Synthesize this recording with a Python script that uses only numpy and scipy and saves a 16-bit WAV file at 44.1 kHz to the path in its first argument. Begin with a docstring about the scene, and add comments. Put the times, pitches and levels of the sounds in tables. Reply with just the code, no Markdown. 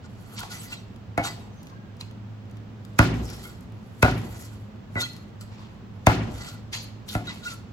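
"""A heavy cleaver chops chicken on a thick wooden block, heard close by a phone with two microphone ports.
Each blow is a click and a burst of noise that cracks through bone, rings the block's damped modes and thuds.
Between blows the blade scrapes the wood as uneven noise, part of it ringing the steel, and squeaks in short tones;
small smacks and ticks are noise bursts, and wet meat pops in short damped tones.
A hard-walled kitchen echoes it with decaying noise over a fan's air noise and hum; thin whistles come and go."""
import sys
import numpy as np
from scipy import signal
from scipy.fft import rfft, irfft, next_fast_len
from scipy.io import wavfile
from scipy.ndimage import uniform_filter1d

SR = 44100
rng = np.random.default_rng(int(sys.argv[2]) if len(sys.argv) > 2 else 0)


def put_to_file(sound):
    """Save the sound as 16-bit audio at rate SR, in the file named by the first command-line argument."""
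    columns = np.atleast_2d(sound).T  # one column per channel
    safe = np.clip(columns, -1, 1)
    whole_steps = np.round(safe * 32767)
    wavfile.write(sys.argv[1], SR, whole_steps.astype(np.int16))


N = 340452  # length of the scene in samples

# short modes of the wooden block, fed by crack and splinters: (pitch_hz, level_db, t60_s)
BLOCK_MODES = [(338, -17, 0.017), (640, -13, 0.017), (753, -3.5, 0.027), (946, 0.5, 0.011),
               (1100, -6, 0.013), (1430, 6.5, 0.012), (2110, -9.5, 0.034), (2540, -0.5, 0.008),
               (3900, -13, 0.0055)]
# colour of the bare crack: (frequency_hz, level_db)
SNAP_CURVE = [(250, -10), (380, -28), (700, 0), (1400, 9), (2500, 2.5), (3500, -3.5), (4800, -7),
              (6500, -9.5), (9000, -16), (15000, -22.5)]


def undb(db):
    """Gain of a dB value."""
    return 10 ** (np.asarray(db) / 20)


def unit(x):
    """Scale to rms 1."""
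    return x / np.sqrt(np.mean(x ** 2))


def ring(x, hz, t60):
    """One mode: a two-pole resonator turns each impulse into a damped sine."""
    pole = np.exp(2j * np.pi * hz / SR - np.log(1000) / (max(t60, .002) * SR))
    return signal.lfilter([0, pole.imag], [1, -2 * pole.real, abs(pole) ** 2], x)


def modes(x, table, length=1.0, tilt_db=0.0, shift=0.0):
    """A body as a sum of modes; each call may shift them at random, damp them or tilt them per octave."""
    out = 0
    for hz, db, t60 in table:
        pitch_hz = hz * (1 + shift * rng.standard_normal())
        out = out + undb(db + tilt_db * np.log2(hz / 1000)) * ring(x, pitch_hz, length * t60)
    return out


def colour(x, db_at):
    """Weigh the spectrum by a function Hz -> dB, leaving the phase alone."""
    n = next_fast_len(x.shape[-1])
    hz = np.arange(1, n // 2 + 2) * SR / n
    return irfft(rfft(x, n) * undb(db_at(hz)), n)[..., :x.shape[-1]]


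def ports(x, pan_db):
    """The two ports hear one sound a moment apart; the phone's body shades all but the bass."""
    port_lag_ms = -.17  # the left port is nearer the block
    n = next_fast_len(x.shape[-1])
    hz = np.arange(n // 2 + 1) * SR / n
    shade = undb(pan_db / 2 / (1 + (300 / (hz + 1)) ** 2))
    left = np.exp(-1j * np.pi * hz * port_lag_ms / 1000) * shade
    return irfft(rfft(x, n) * np.array([left, 1 / left]), n)[:, :x.shape[-1]]


def wide_noise(n):
    """Noise that is alike left and right in the bass and unrelated in the treble."""
    alike_hz = 566  # the side signal fades below this
    mid, side = rng.standard_normal((2, n))
    side = colour(side, lambda hz: -10 * np.log10(1 + (alike_hz / hz) ** 2))
    return np.array([mid + side, mid - side]) / np.sqrt(2)


def walk(rate):
    """Wandering control signal: random levels held 1 / rate s and slewed twice."""
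    k = int(SR / rate)
    steps = np.repeat(rng.standard_normal(N // k + 1), k)
    return 1.45 * uniform_filter1d(uniform_filter1d(steps, k), k)[:N]


def add(out, s, x):
    """Mix x into out from second s on."""
    i = max(int(s * SR), 0)
    out[:, i:i + x.shape[1]] += x[:, :N - i]


def fan():
    """Fan: deep, steady air noise, with two wavering tones made of narrow resonant noise."""
    # air noise spectrum: (frequency_hz, level_db per Hz)
    air_curve = [(15, -68), (25, 0.5), (49, -9.5), (70, -12), (87, -6), (108, -2), (134, -11), (212, -11.5),
                 (301, -19.5), (1290, -32), (2110, -38), (2910, -39.5), (7110, -52.5), (10400, -69),
                 (16000, -56.5)]
    # wavering tones: (pitch_hz, width_hz, level_db)
    hum_tones = [(107.2, 2.4, -44.5), (208.6, 31, -47.5)]
    air_db, pan_db = -41.2, -1.5
    knots_hz, curve_db = np.transpose(air_curve)
    air = colour(wide_noise(N), lambda hz: np.interp(np.log(hz), np.log(knots_hz), curve_db))
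    out = unit(air) * undb(air_db + 0.095 * walk(1.2))
    for hz, width_hz, db in hum_tones:
        t60 = np.log(1000) / np.pi / width_hz
        out = out + undb(db) * unit(ring(wide_noise(N), hz, t60))
    return out * undb(np.array([[pan_db], [-pan_db]]) / 2)


def whistles():
    """Faint thin tones: noise through a narrow resonance wavers under a soft swell."""
    # (start_s, end_s, pitch_hz, level_db before the swell)
    whistle_times = [(1.487, 1.772, 6190, -64), (1.624, 1.977, 1614, -59.5), (1.689, 1.753, 1060, -49)]
    out = np.zeros((2, N))
    for start, end, hz, db in whistle_times:
        t = np.arange(int((end - start) * SR)) / SR
        tone = unit(ring(rng.standard_normal((2, len(t))), hz, 0.27))
        add(out, start, undb(db) * tone * np.sin(np.pi * t / t[-1]))
    return out


def kitchen(dry):
    """Hard walls: dense, lumpy echoes as noise that dies away band by band, after a short gap."""
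    # (centre_hz, t60_s, level_db)
    echo_bands = [(60.4, 1.8, -14.5), (111, 0.75, -34), (175, 0.77, -4.5), (303, 0.68, -4.5),
                  (488, 0.96, 1), (900, 0.22, -9.5), (2030, 0.72, -15.5), (4150, 0.45, -9.5),
                  (7340, 0.66, -26.5), (14600, 0.32, -13.5)]
    gap_s, rise_s = 0.0043, 0.0025
    t = np.arange(int(1.2 * SR)) / SR
    noise, tail = wide_noise(len(t)), 0
    for centre_hz, t60, db in echo_bands:
        band = colour(noise, lambda hz: -12 * np.log2(hz / centre_hz) ** 2)
        lumps_db = 2.8 * walk(45.4)[:len(t)]
        # longer bands are scaled down to balance their energy
        tail = tail + band * undb(db + lumps_db - 60 * t / t60) / np.sqrt(t60 * SR / 14)
    tail = tail * np.clip((t - gap_s) / rise_s, 0, 1)
    return signal.fftconvolve(dry, tail)[:, :N]


def ticks():
    """Each small smack, knock or tick is a short burst of noise, broad around its own centre."""
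    # small smacks, knocks and ticks, some of them part of a blow or its rebound:
    # (time_s, level_db before colouring, centre_hz, left_minus_right_db)
    small_hits = [(0.05, -57, 3830, -10), (0.393, -28, 7750, 9), (.398, -31, 3800, -2),
                  (.404, -26, 6700, -4), (0.43, -33, 2500, -8), (.434, -16, 900, 0), (0.727, -38, 6000, 0),
                  (0.961, -41, 3290, 4), (1.178, -24, 4500, -5), (1.631, -40.5, 6500, 2),
                  (1.67, -33, 2380, -2), (1.968, -48, 5200, 0), (2.005, -45, 7000, -4),
                  (2.011, -29, 3940, 2), (2.111, -39, 2700, 1), (2.455, -53, 4600, 0),
                  (2.4975, -43, 2220, 1), (2.512, -48, 6100, 4), (2.57, -40.5, 2450, 3),
                  (2.85, -36, 3510, 6), (3.075, -27, 4500, 2), (3.141, -27, 2330, -2),
                  (3.301, -30, 8000, 6), (3.497, -41, 5500, 7), (3.608, -45, 7800, 0),
                  (4.112, -20, 2500, -1), (4.179, -23.5, 2110, 3), (4.217, -29, 2030, -11),
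                  (5.133, -35, 4190, -3), (5.165, -34.5, 4150, 3), (5.179, -46, 4100, -4),
                  (5.411, -32.5, 5100, 4), (6.153, -24, 2540, -8), (6.359, -41, 3860, 9),
                  (6.73, -27, 2000, -1), (7.089, -24, 4000, 7), (7.151, -32, 4800, 3),
                  (7.272, -26, 2500, 2)]
    rise_ms, fade_ms = 0.3, 3.4  # time constants
    out, t = np.zeros((2, N)), np.arange(SR // 20) / SR
    for s, db, centre_hz, pan_db in small_hits:
        slope_s = np.where(t < .002, rise_ms / 1000, fade_ms / 1000)
        burst = rng.standard_normal(len(t)) * np.exp(-np.abs(t - .002) / slope_s)
        burst = colour(burst, lambda hz: -7.0 * np.abs(np.log2(hz / centre_hz)))
        add(out, s - .002, ports(undb(db) * burst, pan_db))
    return out


def rasps():
    """The edge judders over bone and grain: gritty noise in one broad resonance, quick start, uneven fade."""
    # (start_s, length_ms as the fade's time scale, level_db before the fade, centre_hz, width_hz)
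    judders = [(2.016, 27, -46, 2700, 300), (3.245, 160, -46, 5350, 800), (5.015, 40, -30, 4200, 400),
               (6.726, 44, -44, 2100, 303), (6.727, 82, -41, 3300, 249), (6.729, 99, -37.5, 4400, 600),
               (6.733, 97, -42.5, 6530, 453), (6.73, 90, -46, 5430, 500), (7.081, 60, -38.5, 3850, 1100)]
    out = np.zeros((2, N))
    for s, ms, db, hz, width_hz in judders:
        u = np.linspace(0, 2, int(2 * ms / 1000 * SR))  # time in lengths
        grit = rng.standard_normal((2, len(u))) * undb(2.1 * walk(150)[:len(u)])
        # a shared part and a part of each port's own
        band = unit(colour(grit[0] + 1.8 * grit, lambda f: -12 * ((f - hz) / width_hz) ** 2))
        envelope = np.minimum(u / 0.076, 1) * np.exp(-1.6 * u ** 2)
        add(out, s, ports(undb(db) * band * envelope, -0.5))
    return out


def squeaks():
    """The edge catches and the blade sings: short tones swell fast and die; the higher, the rougher."""
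    # pressure on the edge shifts the pitch of the mode that sings
    # (start_s, length_ms as the swell's time scale, level_db before the swell, pitch_hz)
    catches = [(.04, 19, -38, 1430), (.365, 18, -39, 5540), (.368, 16, -43, 4230), (0.409, 13, -23.5, 1430),
               (0.505, 17, -31, 1430), (.511, 38, -34, 4585), (.54, 54, -39, 6040), (.575, 65, -34.5, 7920),
               (.648, 18, -39, 6000), (.655, 36, -38, 1990), (.67, 50, -42, 4670), (0.714, 54, -38, 4190),
               (0.716, 33, -31, 1430), (.722, 22, -20.5, 2700), (.762, 35, -39, 3830),
               (.77, 46, -49.5, 5850), (1.232, 65, -25, 3830), (1.233, 48, -31, 5850),
               (1.234, 48, -29, 6700), (1.242, 13, -17, 1430), (1.255, 30, -28, 4290),
               (1.27, 63, -32.5, 4745), (1.258, 68, -25, 1990), (2.01, 3.5, -15, 4060),
               (2.02, 33, -45, 4190), (3.005, 45, -28, 5200), (3.44, 50, -36.5, 2150),
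               (4.957, 54, -14.5, 1990), (4.958, 58, -23, 1430), (4.97, 40, -36, 3290),
               (4.965, 75, -30, 3830), (5.002, 23, -15, 3650), (5.001, 23, -26, 7200),
               (5.005, 12, -23, 5220), (5.004, 56, -32, 6370), (5.01, 40, -19, 4190),
               (5.024, 21, -18, 1430), (5.031, 48, -27, 2666), (5.031, 35, -20, 3300),
               (5.051, 23, -23, 1990), (6.738, 28, -25, 4300), (6.733, 20, -30, 3250),
               (7.266, 41, -23.5, 3830), (7.271, 30, -25.5, 1430), (7.275, 54, -28, 1990),
               (7.415, 45, -35.5, 1430), (7.428, 39, -32, 3830), (7.456, 28, -27, 3830),
               (7.452, 35, -18, 1430), (7.496, 18, -29, 1400), (7.51, 43, -31.5, 1350),
               (7.506, 29, -34, 3780), (7.47, 60, -41, 4250), (7.46, 29, -32, 1990), (7.472, 20, -20, 2700)]
    rough_hz = 8600  # a mode this high is half tone, half rasp
    out = np.zeros((2, N))
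    for s, ms, db, hz in catches:
        u = np.linspace(0, 1.5, int(1.5 * ms / 1000 * SR))  # time in lengths
        tone = np.sqrt(2) * np.sin(2 * np.pi * (hz * u * ms / 1000 + rng.random()))
        rough = unit(ring(rng.standard_normal(len(u)), hz, 120 / hz))
        swell = u * np.exp(-2.8 * u ** 2)
        add(out, s, ports(undb(db) * (tone + hz / rough_hz * rough) * swell, -0.85))
    return out


def drags():
    """Pressure of the edge as swell, hold and fade; where drags overlap the stronger one sets the colour."""
    # one drag over wood and meat; swell and fade are the times for 20 dB:
    # (loudest_s, rub_db, swell_ms, hold_ms, fade_ms, blade_share_db, tilt_db per octave)
    strokes = [(.055, -53.5, 37, 4.7, 22, -7, -5), (.34, -52.5, 270, 23, 74, 1, 5.5),
               (.385, -39, 44, 17, 160, -4, -3.5), (.518, -39.5, 34, 13, 220, -4.5, 2.5),
               (.6, -49, 100, 78, 64, -15, 4), (0.725, -40, 74, 13, 42, 0.5, 0),
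               (1.238, -33, 15, 41, 33, 0, 0.5), (1.311, -49, 35, 5, 130, -23, 3.5),
               (1.54, -62, 40, 160, 97, -19, -1), (2.009, -43, 16, 2.8, 47, -9, -2.5),
               (3.328, -42.5, 320, 4.2, 180, -3.5, 3.5), (3.4, -52, 87, 96, 135, 4, 5),
               (4.328, -47, 440, 73, 210, -1, 5), (5.018, -32, 53, 7, 48, 0, 2),
               (5.09, -56.5, 40, 30, 170, -9, 5.5), (5.413, -48, 16, 4.5, 44, 2, 1),
               (5.55, -55.5, 150, 71, 230, -9, -5), (6.432, -41, 270, 43, 102, -0.5, 2.5),
               (6.732, -33.5, 11, 6.9, 110, -8, 0), (7.086, -42.5, 19, 61, 82, -7, 3.5),
               (7.274, -42, 55, 10, 180, -6, -3), (7.466, -41, 68, 62, 45, -1, 1.5)]
    t = np.arange(N) / SR
    power, share_db, tilt_db = np.full((3, N), 1e-18)
    for s, db, swell_ms, hold_ms, fade_ms, own_share_db, own_tilt_db in strokes:
        ms = 1000 * (t - s)
        slopes = np.maximum(-ms / swell_ms, np.maximum(ms - hold_ms, 0) / fade_ms)
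        own = undb(2 * (db - 20 * slopes))  # doubled dB gives power
        power = power + own
        share_db = share_db + own * own_share_db
        tilt_db = tilt_db + own * own_tilt_db
    return np.sqrt(power), share_db / power, tilt_db / power


def wet(gain):
    """Pockets of juice pop under the edge, each a short damped sine on a fixed pitch of its own."""
    pops_per_s, low_hz, high_hz = 770, 1300, 7570
    faintest_db, spread_db = -10.5, 12  # against the rub; from the faintest pop to the loudest
    out, k = np.zeros((2, N + 1024)), np.arange(1024)
    when, pitch, size, length, side = rng.random((7000, 5))[:int(pops_per_s * N / SR)].T
    at = (when * N).astype(int)
    hz = low_hz * (high_hz / low_hz) ** pitch
    cycles = hz[:, None] * k / SR
    fade_cycles = 17.3 * (0.18 + length[:, None]) / 3  # time constant
    pops = np.sin(2 * np.pi * cycles) * np.exp(-cycles / fade_cycles) * (1 - k / 1024)
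    pops = pops * (gain[at] * undb(faintest_db + spread_db * size ** 2))[:, None]
    for ear, share in zip(out, (np.cos(side * np.pi / 2), np.sin(side * np.pi / 2))):
        np.add.at(ear, at[:, None] + k, pops * (0.14 + share[:, None]))
    return out[:, :N]


def scrapes():
    """Uneven stick and slip: a gritty rub, part of it ringing the blade's modes, each mode fed on and off."""
    # colour of the rub: (centre_hz, level_db)
    rub_bands = [(1000, -1), (1500, -25), (2200, -2.5), (3100, -2.5), (4300, -3.5), (5800, -7.5),
                 (7600, -9), (10500, -8), (14000, -15)]
    # modes of the blade: (pitch_hz, width_hz, level_db relative to each other)
    blade_modes = [(1430, 80, 7.5), (1990, 30, -0.5), (2700, 30, -9), (3290, 23, -5), (3670, 88, -20),
                   (3830, 11, -26), (4190, 38, -11), (4585, 120, 6), (5220, 90, -13), (6400, 19, -18),
                   (5850, 50, -20), (7270, 60, -0.5), (7700, 89, 5.5), (7920, 97, 0)]
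    gain, share_db, tilt_db = drags()
    grit = gain * unit(undb(1.26 * walk(60) + 1.8 * walk(500)))
    rub = grit * rng.standard_normal(N)
    # the edge is long, so each port also hears a part of its own
    own = colour(rng.standard_normal((2, N)), lambda hz: -10 * np.log10(1 + (hz / 6500) ** 4))
    wide = ports(rub, -0.35) + 1.14 * grit * own
    hiss = 0
    # wet meat and wood grain: narrow parts of the rub flare up one by one
    for centre_hz, db in rub_bands:
        flicker = undb(db + tilt_db * np.log2(centre_hz / 4500) + 4.0 * walk(45))
        hiss = hiss + flicker * colour(wide, lambda hz: -50 * np.log2(hz / centre_hz) ** 2)
    steel = 0
    for hz, width_hz, db in blade_modes:
        fed = rub * undb(share_db + 3.3 * walk(40))
        steel = steel + undb(db - 32) * ring(fed, hz, np.log(1000) / np.pi / width_hz)
    return hiss + ports(steel, -1.2) + wet(gain)


def snap_db_at(hz):
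    """Level of the bare crack at each frequency, in dB."""
    knots_hz, db = np.transpose(SNAP_CURVE)
    return np.interp(np.log(hz), np.log(knots_hz), db)


def bone_crack(t, ms, tilt_db):
    """A burst of noise: a brief treble-only rise, a sharp click 10 ms in, then a fast fade."""
    rise_hz = 2500  # the rise before the click lies above this
    x = (t - .01) / (ms / 1000)
    shared, own = rng.standard_normal(len(t)), wide_noise(len(t))
    # each port hears the long cut from its own side
    burst = (0.18 * shared + 0.42 * own) * np.exp(np.where(x < 0, 2.0 * x, -1.3 * x))
    rise = colour(burst * (x < 0), lambda hz: -10 * np.log10(1 + (rise_hz / hz) ** 4))
    crack = burst * (x >= 0) + 1.37 * rise
    crack[:, int(.01 * SR)] += 3.5  # the click
    return colour(crack, lambda hz: tilt_db * np.log2(hz / 1500))


def bone_splinters(since):
    """Splinters of bone and fibre keep snapping after the click: sparse random impulses that fade."""
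    fade_ms, per_s = 30.6, 1100  # time constant; average count in each port
    shape = (2, len(since))
    snaps = (rng.random(shape) < per_s / SR) * rng.standard_normal(shape)
    return snaps * (since > 0) * np.exp(-1000 * since / fade_ms)


def crunch_of(splinters, mode_shift):
    """Splinters heard directly, broad around 1 kHz, and knocking on the block's modes."""
    bare = colour(splinters[0] + 0.58 * splinters, lambda hz: -3.5 * np.log2(hz / 1000) ** 2)
    knock = modes(splinters[0] + 0.29 * splinters, BLOCK_MODES, length=1.66, shift=mode_shift)
    return 12.0 * bare + 0.56 * knock


def table_boom(since, rock_ms):
    """The block rocks on the table: fading noise rolls on in the table's low modes."""
    # (pitch_hz, level_db, t60_s)
    table_modes = [(59.9, -2.5, 0.45), (86.6, -10, 0.11), (111.8, -5, 0.52), (137, -9, 0.45),
                   (190.5, -20, 0.14), (252.5, -5, 0.14), (374, -9.5, 0.14), (468, -19.5, 0.14)]
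    rocking = rng.standard_normal(len(since)) * (since > 0) * np.exp(-1000 * since / rock_ms) / 30
    return modes(rocking, table_modes)


def block_thud(t):
    """The blade's weight lands: a smooth 1.9 ms push sets off the low modes of block and table."""
    # (pitch_hz, level_db, t60_s)
    low_modes = [(69, 1, 0.049), (106.6, -2.5, 0.15), (161, -3.5, 0.068), (232, -4.5, 0.023)]
    push = np.sin(np.pi * np.clip((t - .008) / 0.0019, 0, 1)) ** 2
    return modes(push / push.sum(), low_modes)


def chops():
    """Bone cracks and the blade's weight lands; the block spreads the blow out, treble first, bass last."""
    # blade meets block; levels are relative, rock_ms is the time constant of the block rocking on the table,
    # free scales the after-ring's length: 1 = free, less where meat damps it
    # (time_s, crack_db, thud_db, crack_ms as time scale, brightness_db per octave, left_minus_right_db,
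    # after_ring_db, after_ring_tilt_db per octave, walls_share_db, crunch_db, boom_db, rock_ms, free)
    blows = [(1.178, -19.5, -27.5, 2.9, -0.7, 0, -3.5, -0.5, -4.5, -30.5, -35, 30.2, 0.73),
             (2.992, -4, -7, 4.2, 1.1, -2.45, -17, -3.5, -3.5, -15.5, -21, 213, 1),
             (4.029, -5, -10.5, 4.7, 1, -0.5, -16, -3, -4.5, -11.5, -13.5, 73, 0.81),
             (4.956, -30, -32.5, 3.6, -2.5, 0.17, -17, 9, -15, -33.5, -24.5, 40, 0.66),
             (6.07, -2, -8.5, 3.8, 0.5, 2.05, -16, -2.5, -5, -17, -21, 143, 1),
             (7.152, -23.5, -25, 5, -0.5, 0.2, -9, -4, -7.5, -36, -43, 35.8, 0.55)]
    # longer modes of block and blade together: (pitch_hz, level_db, t60_s when free)
    long_modes = [(302.5, -17, 0.1), (380, -30, 0.12), (615, -34.5, 0.14), (705.6, -16.5, 0.19),
                  (772, -16, 0.21), (854, -14, 0.062), (1078, -29, 0.078), (1240, -26, 0.074),
                  (1400, -27, 0.076), (1698, -14, 0.084), (1973, -23.5, 0.14), (2186, -14, 0.095),
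                  (2670, -31, 0.089)]
    mode_shift = .015  # each blow lands elsewhere and shifts the long modes by about this share
    bending_ms = 2.865  # bending waves cross the block slower in the bass: travel time at 1 kHz
    out, walls, n = np.zeros((2, N)), np.zeros((1, N)), 1 << 15
    t, f = np.arange(n) / SR, np.arange(n // 2 + 1) * SR / n
    since = np.maximum(t - .012, 0)
    spread = np.exp(-4j * np.pi * bending_ms / 1000 * np.sqrt(1000 * f))
    for (s, crack_db, thud_db, ms, tilt_db, pan_db, ring_db, ring_tilt_db,
         walls_db, crunch_db, boom_db, rock_ms, free) in blows:
        crack = bone_crack(t, ms, tilt_db)
        snap = 2.54 * colour(crack, snap_db_at)
        wood = 0.15 * modes(crack, BLOCK_MODES)
        splinters = bone_splinters(since)
        crunch = undb(crunch_db) * crunch_of(splinters, mode_shift)
        boom = undb(boom_db) * table_boom(since, rock_ms)
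        # splinters keep the long modes going
        feed = 0.83 * crack + 1.35 * splinters[0]
        after = undb(ring_db) * modes(feed, long_modes, free, ring_tilt_db, mode_shift)
        thud = block_thud(t)
        blow = undb(crack_db + 1.5) * (wood + snap + after) + undb(thud_db + 7.5) * thud + crunch + boom
        add(out, s - .012, ports(irfft(rfft(blow) * spread), pan_db))
        # summed over all directions the noise evens out: the walls get the blow's smooth colour
        even = colour(1. * (t == 0), lambda hz: snap_db_at(hz) + tilt_db * np.log2(hz / 1500))
        to_walls = undb(crack_db + 34.0 + walls_db) * np.roll(even, int(.01 * SR))
        to_walls = to_walls + undb(crack_db - 13.5) * after[0] + undb(thud_db + 10.0) * thud
        add(walls, s - .012, irfft(rfft(to_walls) * spread)[None])
    return out, walls


def scene():
    """Chops, small hits, scrapes, rasps and squeaks with their echo, over whistles and the fan."""
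    blows, blows_to_walls = chops()
    handling = ticks() + scrapes() + rasps()
    blade = squeaks()
    to_walls = blows_to_walls + handling[:1] + 0.4 * blade[:1]
    return blows + handling + blade + kitchen(to_walls) + whistles() + fan()


def record(dry):
    """The phone drops the deepest bass, turns down after loud blows, rounds the peaks and cuts the top."""
    rumble_hz, top_hz = 56.4, 15800
    # gain control: where it starts, its memory, dB taken per dB above
    start_db, memory_s, slope = -31.5, 0.079, 0.23
    thin = signal.sosfilt(signal.butter(3, rumble_hz, "high", fs=SR, output="sos"), dry)
    keep = np.exp(-1 / (memory_s * SR))
    power = signal.lfilter([1 - keep], [1, -keep], np.mean(thin ** 2, axis=0))
    heard_db = 10 * np.log10(power + 1e-12)
    held = thin * undb(-slope * np.maximum(heard_db - start_db, 0))
    rounded = np.tanh(0.88 * held) / 1.013
    return signal.sosfilt(signal.ellip(8, .2, 80, top_hz, fs=SR, output="sos"), rounded)


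dry = scene()
out = record(dry)
put_to_file(out)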